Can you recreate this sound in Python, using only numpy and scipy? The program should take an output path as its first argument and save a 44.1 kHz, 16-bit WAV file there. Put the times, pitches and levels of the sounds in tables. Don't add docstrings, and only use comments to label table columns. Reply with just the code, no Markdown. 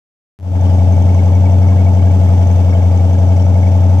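import sys
import numpy as np
from scipy import signal
from scipy.fft import rfft, irfft
from scipy.io import wavfile
from scipy.ndimage import uniform_filter1d, minimum_filter1d

SR = 44100
rng = np.random.default_rng(int(sys.argv[2]) if len(sys.argv) > 2 else 0)


def generate_wav(sig):
    pcm = np.round(np.clip(np.atleast_2d(sig).T, -1, 1) * 32767).astype(np.int16)
    wavfile.write(sys.argv[1], SR, pcm)


def undo_db(level):
    steps = np.asarray(level, float) / 20
    return 10 ** steps


N = 176400

# (time [s], firing rate [1/s], level [dB])
IDLE_SPEED = [(0.45, 90.47, -8.5), (0.7, 89.53, -8.5), (0.95, 89.46, -8.1), (1.2, 89.69, -8.5),
              (1.45, 91.38, -7.8), (1.7, 91.19, -7.7), (1.95, 90.92, -8.0), (2.2, 90.3, -8.3),
              (2.45, 89.41, -9.1), (2.7, 89.19, -9.0), (2.95, 89.08, -8.8), (3.2, 89.58, -8.8),
              (3.45, 90.12, -8.6), (3.7, 90.56, -8.5), (3.95, 90.53, -8.5)]
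# (order [per cycle], level [dB])
BOOM_ORDERS = [(6, -44.7), (7, -41.4), (8, -8.4), (9, -37.4), (10, -28.6), (11, -34.4), (12, -42.0),
               (13, -36.8), (14, -33.5), (15, -38.1), (16, -30.1), (17, -26.7), (18, -32.3), (19, -45.9),
               (20, -42.7), (21, -40.4), (22, -45.6), (23, -41.2), (24, -35.1), (25, -33.9), (26, -39.5),
               (27, -59.7)]
CYLINDER_DB = [
    1,
    -3,
    -2,
    2,
    0,
    -1,
    1,
    2,
]
PIPE_PHASE_LAG = [(11, 0), (14, 1.3), (15, 3), (18, 3.2), (21, 4.2), (24, 5.6), (25, 7.4), (26, 8.7)]
# (order [per cycle], level [dB])
BARK_ORDERS = [(32, -48.0), (34, -48.4), (35, -43.5), (36, -45.1), (40, -49.9), (41, -45.9), (42, -45.3),
               (43, -47.4), (45, -38.7), (46, -49.8), (48, -45.9), (49, -46.4), (50, -42.9), (51, -40.6),
               (52, -44.6), (56, -40.0), (58, -41.7), (59, -39.4), (60, -41.2), (61, -42.5), (64, -46.0),
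               (66, -47.2), (68, -50.2), (70, -50.2), (72, -46.0), (74, -50.0), (75, -43.8), (76, -48.4),
               (77, -50.0), (78, -49.3)]
# (frequency [Hz], width [Hz], level [dB])
PIPE_MODES = [(405.3, 48, -10.5), (485.6, 68, 0), (549, 53, -7), (665.4, 95, 2), (785, 81, 0),
              (846, 180, -3), (927, 70, -0.5)]
# (frequency [Hz], density [dB per Hz])
HISS_SPECTRUM = [(950, -6), (1700, -14), (3500, -15.5), (4000, -23), (6100, -22.5), (8300, -23.5),
                 (9700, -33), (15500, -35.5)]
# (frequency [Hz], left over right [dB])
HISS_BALANCE = [(1000, -1), (3100, 1.5), (3800, 5), (6200, 14.5), (7900, -1.5), (10000, -0.5), (11500, 9.5),
                (15400, 11)]
# (frequency [Hz], left-right likeness [0-1])
HISS_COHERENCE = [(900, 0.84), (1400, .3), (2100, 0.085), (3200, 0.32), (4200, 0.35), (15000, .1)]
# (frequency [Hz], level [dB], 60 dB
# decay time [s])
TICK_MODES = [(1050, 1.5, 0.045), (1156, -2, 0.078), (1300, -4, 0.056), (1452, -3, .05), (1656, -1.5, .05),
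              (2180, 4, .05), (2257, 1.5, 0.044), (3060, -2, 0.042), (3560, -15, .015),
              (4814, -12.5, 0.039), (5510, -11, 0.04), (5875, -10.5, 0.044), (6226, -5.5, 0.024),
              (8100, -17, .02)]
# (frequency [Hz], density [dB per Hz])
RUMBLE_SPECTRUM = [(20, -15.5), (45, -11), (90, 3), (140, -8), (185, -8), (240, -8), (285, -10), (365, -16)]

FIRST_FIRING = 3.887
BOOM_WAVER_DB, BOOM_WAVER_RAD = 0.7, 0.06
BARK_DB, BARK_WAVER_DB, BARK_WAVER_RAD = 1.5, 1.6, 0.35
GAS_DB, GAS_PULSE = -33, 0.54
PUFF_SHARPNESS = 1.8
HISS_DB, RUMBLE_DB = -42.5, -29.5
LOW_HISS_PULSE, HIGH_HISS_PULSE, HISS_SPLIT_HZ = 0.77, 0.6, 3840
PIPE_ECHO, ECHO_SAMPLES = 0.35, 453
TICKS_DB, TICK_SPREAD_DB, TICKS_PER_S = -44.5, 4.2, 600
NEAR_PIPE_DB, RIGHT_LAG_SAMPLES = 2.6, 7
START_S, STEP_S, FADE_S = 0.3892, 0.01, 0.28
CEILING = 0.9


def evened(x):
    return x / np.sqrt(np.mean(x ** 2) + 1e-20)


def read(points, hz):
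    f, value = np.transpose(points)
    return np.interp(np.log(hz + 1), np.log(f + 1), value)


def drift(top_hz):
    t = np.arange(0, N + 64, 64) / SR
    wander = np.zeros(len(t))
    for f in np.geomspace(0.3, top_hz, 16):
        wander += np.sin(2 * np.pi * (f * t + rng.random())) / np.sqrt(f)
    return np.interp(np.arange(N) / SR, t, evened(wander))


def resonate(x, hz, width):
    turn = np.exp(2j * np.pi * hz * np.arange(x.shape[-1]) / SR)
    r = np.exp(-np.pi * width / SR)
    return 2 * (turn * signal.lfilter([1 - r], [1, -r], x / turn)).real


def noise(colour, same, pan):
    hz = np.fft.rfftfreq(N, 1 / SR)
    a, b = rfft(rng.standard_normal((2, N)))
    c = np.clip(read(same, hz), -1, 1)
    side = undo_db(read(pan, hz) / 2)
    edge = (hz > colour[0][0]) * (hz < colour[-1][0])
    left = a * side
    right = (c * a + np.sqrt(1 - c ** 2) * b) / side
    return irfft(np.array([left, right]) * undo_db(read(colour, hz)) * edge, N)


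def place(x, left_db):
    left = x[0] * undo_db(left_db / 2)
    right = np.roll(x[-1], RIGHT_LAG_SAMPLES) * undo_db(-left_db / 2)
    return np.array([left, right])


def crank():
    s, rate, db = np.transpose(IDLE_SPEED)
    t = np.arange(N) / SR
    firings = FIRST_FIRING + np.cumsum(np.interp(t, s, rate)) / SR
    return firings, np.interp(t, s, db - db.mean())


def puffs(firings):
    cylinder = np.round(firings).astype(int) % len(CYLINDER_DB)
    strength = undo_db(1.8 * np.array(CYLINDER_DB)[cylinder])
    return strength * np.exp(PUFF_SHARPNESS * (np.cos(2 * np.pi * firings) - 1))


def boom(firings, level_db):
    lope = np.angle(np.fft.fft(undo_db(np.array(CYLINDER_DB))))
    count = len(CYLINDER_DB)
    out = np.zeros(N)
    for k, db in BOOM_ORDERS:
        k = int(k)
        loose = 0.3 if k == count else 1
        lag = np.interp(k, *np.transpose(PIPE_PHASE_LAG))
        phase = 2 * np.pi * k / count * firings + lope[k % count] - lag
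        level = undo_db(db + loose * BOOM_WAVER_DB * drift(8))
        out += level * np.cos(phase + loose * k / count * BOOM_WAVER_RAD * drift(8))
    return place([np.sqrt(2) * undo_db(level_db) * out], NEAR_PIPE_DB)


def bark(firings, flow):
    out = np.zeros((2, N))
    for k, db in BARK_ORDERS:
        phase = 2 * np.pi * (k / len(CYLINDER_DB) * firings + rng.random()) + BARK_WAVER_RAD * drift(6)
        side = rng.standard_normal(2)
        level = np.sqrt(2) * undo_db(db + BARK_DB + BARK_WAVER_DB * drift(6))
        left = level * undo_db(0.4 * side[0]) * np.cos(phase + 0.43 * side[1])
        right = level * undo_db(-1.2 * side[0]) * np.cos(phase)
        out += [left, right]
    air = noise([(20, 0), (5000, 0)], [(300, 0.93), (900, 1.0)], [(300, 0.0058), (900, 0)])
    air = air * (1 + GAS_PULSE * flow)
    ring = np.zeros((2, N))
    for k, (hz, width, db) in enumerate(PIPE_MODES):
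        mode = resonate(resonate(air, hz, width), hz, width)
        ring += (-1) ** k * undo_db(db) * mode
    return place(out + undo_db(GAS_DB) * evened(ring), 1.7)


def hiss(flow):
    air = noise(HISS_SPECTRUM, HISS_COHERENCE, HISS_BALANCE)
    low = signal.sosfiltfilt(signal.butter(2, HISS_SPLIT_HZ, fs=SR, output="sos"), air)
    high = air - low
    rung = low + PIPE_ECHO * np.roll(low, ECHO_SAMPLES, axis=1)
    rung = rung + PIPE_ECHO ** 2 * np.roll(low, 2 * ECHO_SAMPLES, axis=1)
    low_pulse = evened(1 + LOW_HISS_PULSE * flow)
    high_pulse = evened(1 + HIGH_HISS_PULSE * uniform_filter1d(flow ** 2, size=250))
    air = 0.99 * rung * low_pulse + high * high_pulse
    return undo_db(HISS_DB + 0.4 * drift(34)) * air / np.sqrt(np.mean(air.mean(0) ** 2))


def ticks(flow):
    struck = rng.random(N) < flow * TICKS_PER_S * 2 / SR
    size = undo_db(TICK_SPREAD_DB * np.minimum(rng.exponential(1, N), 4)) * struck
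    part = rng.integers(0, len(TICK_MODES), N)
    t = np.arange(2000) / SR
    out = np.zeros((2, N))
    for k, (hz, db, t60) in enumerate(TICK_MODES):
        onset = np.minimum(t / 0.0021, 1)
        tone = onset * undo_db(db - 60 * t / t60) * np.sin(2 * np.pi * hz * t)
        ring = signal.oaconvolve(size * (part == k), tone)[:N]
        side = undo_db(read(HISS_BALANCE, hz) / 2)
        echo = np.roll(ring, part[k] * 9 + 20)
        out += [ring * side, 0.54 * (ring + echo) / side]
    return undo_db(TICKS_DB) * evened(out)


def rumble():
    air = noise(RUMBLE_SPECTRUM, [(30, 1.0), (100, 0.47), (300, 0.28)], [(30, 3.1), (300, 4.2)])
    return undo_db(RUMBLE_DB + 2.6 * drift(32)) * evened(air)


def scene():
    firings, level_db = crank()
    flow = puffs(firings)
    exhaust = boom(firings, level_db) + bark(firings, flow)
    return exhaust + place(hiss(flow) + ticks(flow) + rumble(), 0)


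def roll_off(x):
    return signal.sosfilt(signal.butter(12, 15410, fs=SR, output="sos"), x)


def record(dry):
    steps = np.ceil((np.arange(N) / SR - START_S) / STEP_S)
    x = dry * np.clip(steps * STEP_S / FADE_S, 0, 1)
    duck = minimum_filter1d(np.minimum(CEILING / (abs(x).max(0) + 1e-9), 1), size=400)
    smooth = uniform_filter1d(uniform_filter1d(duck, size=200), size=200)
    return roll_off(x * smooth)


dry = scene()
out = record(dry)
generate_wav(out)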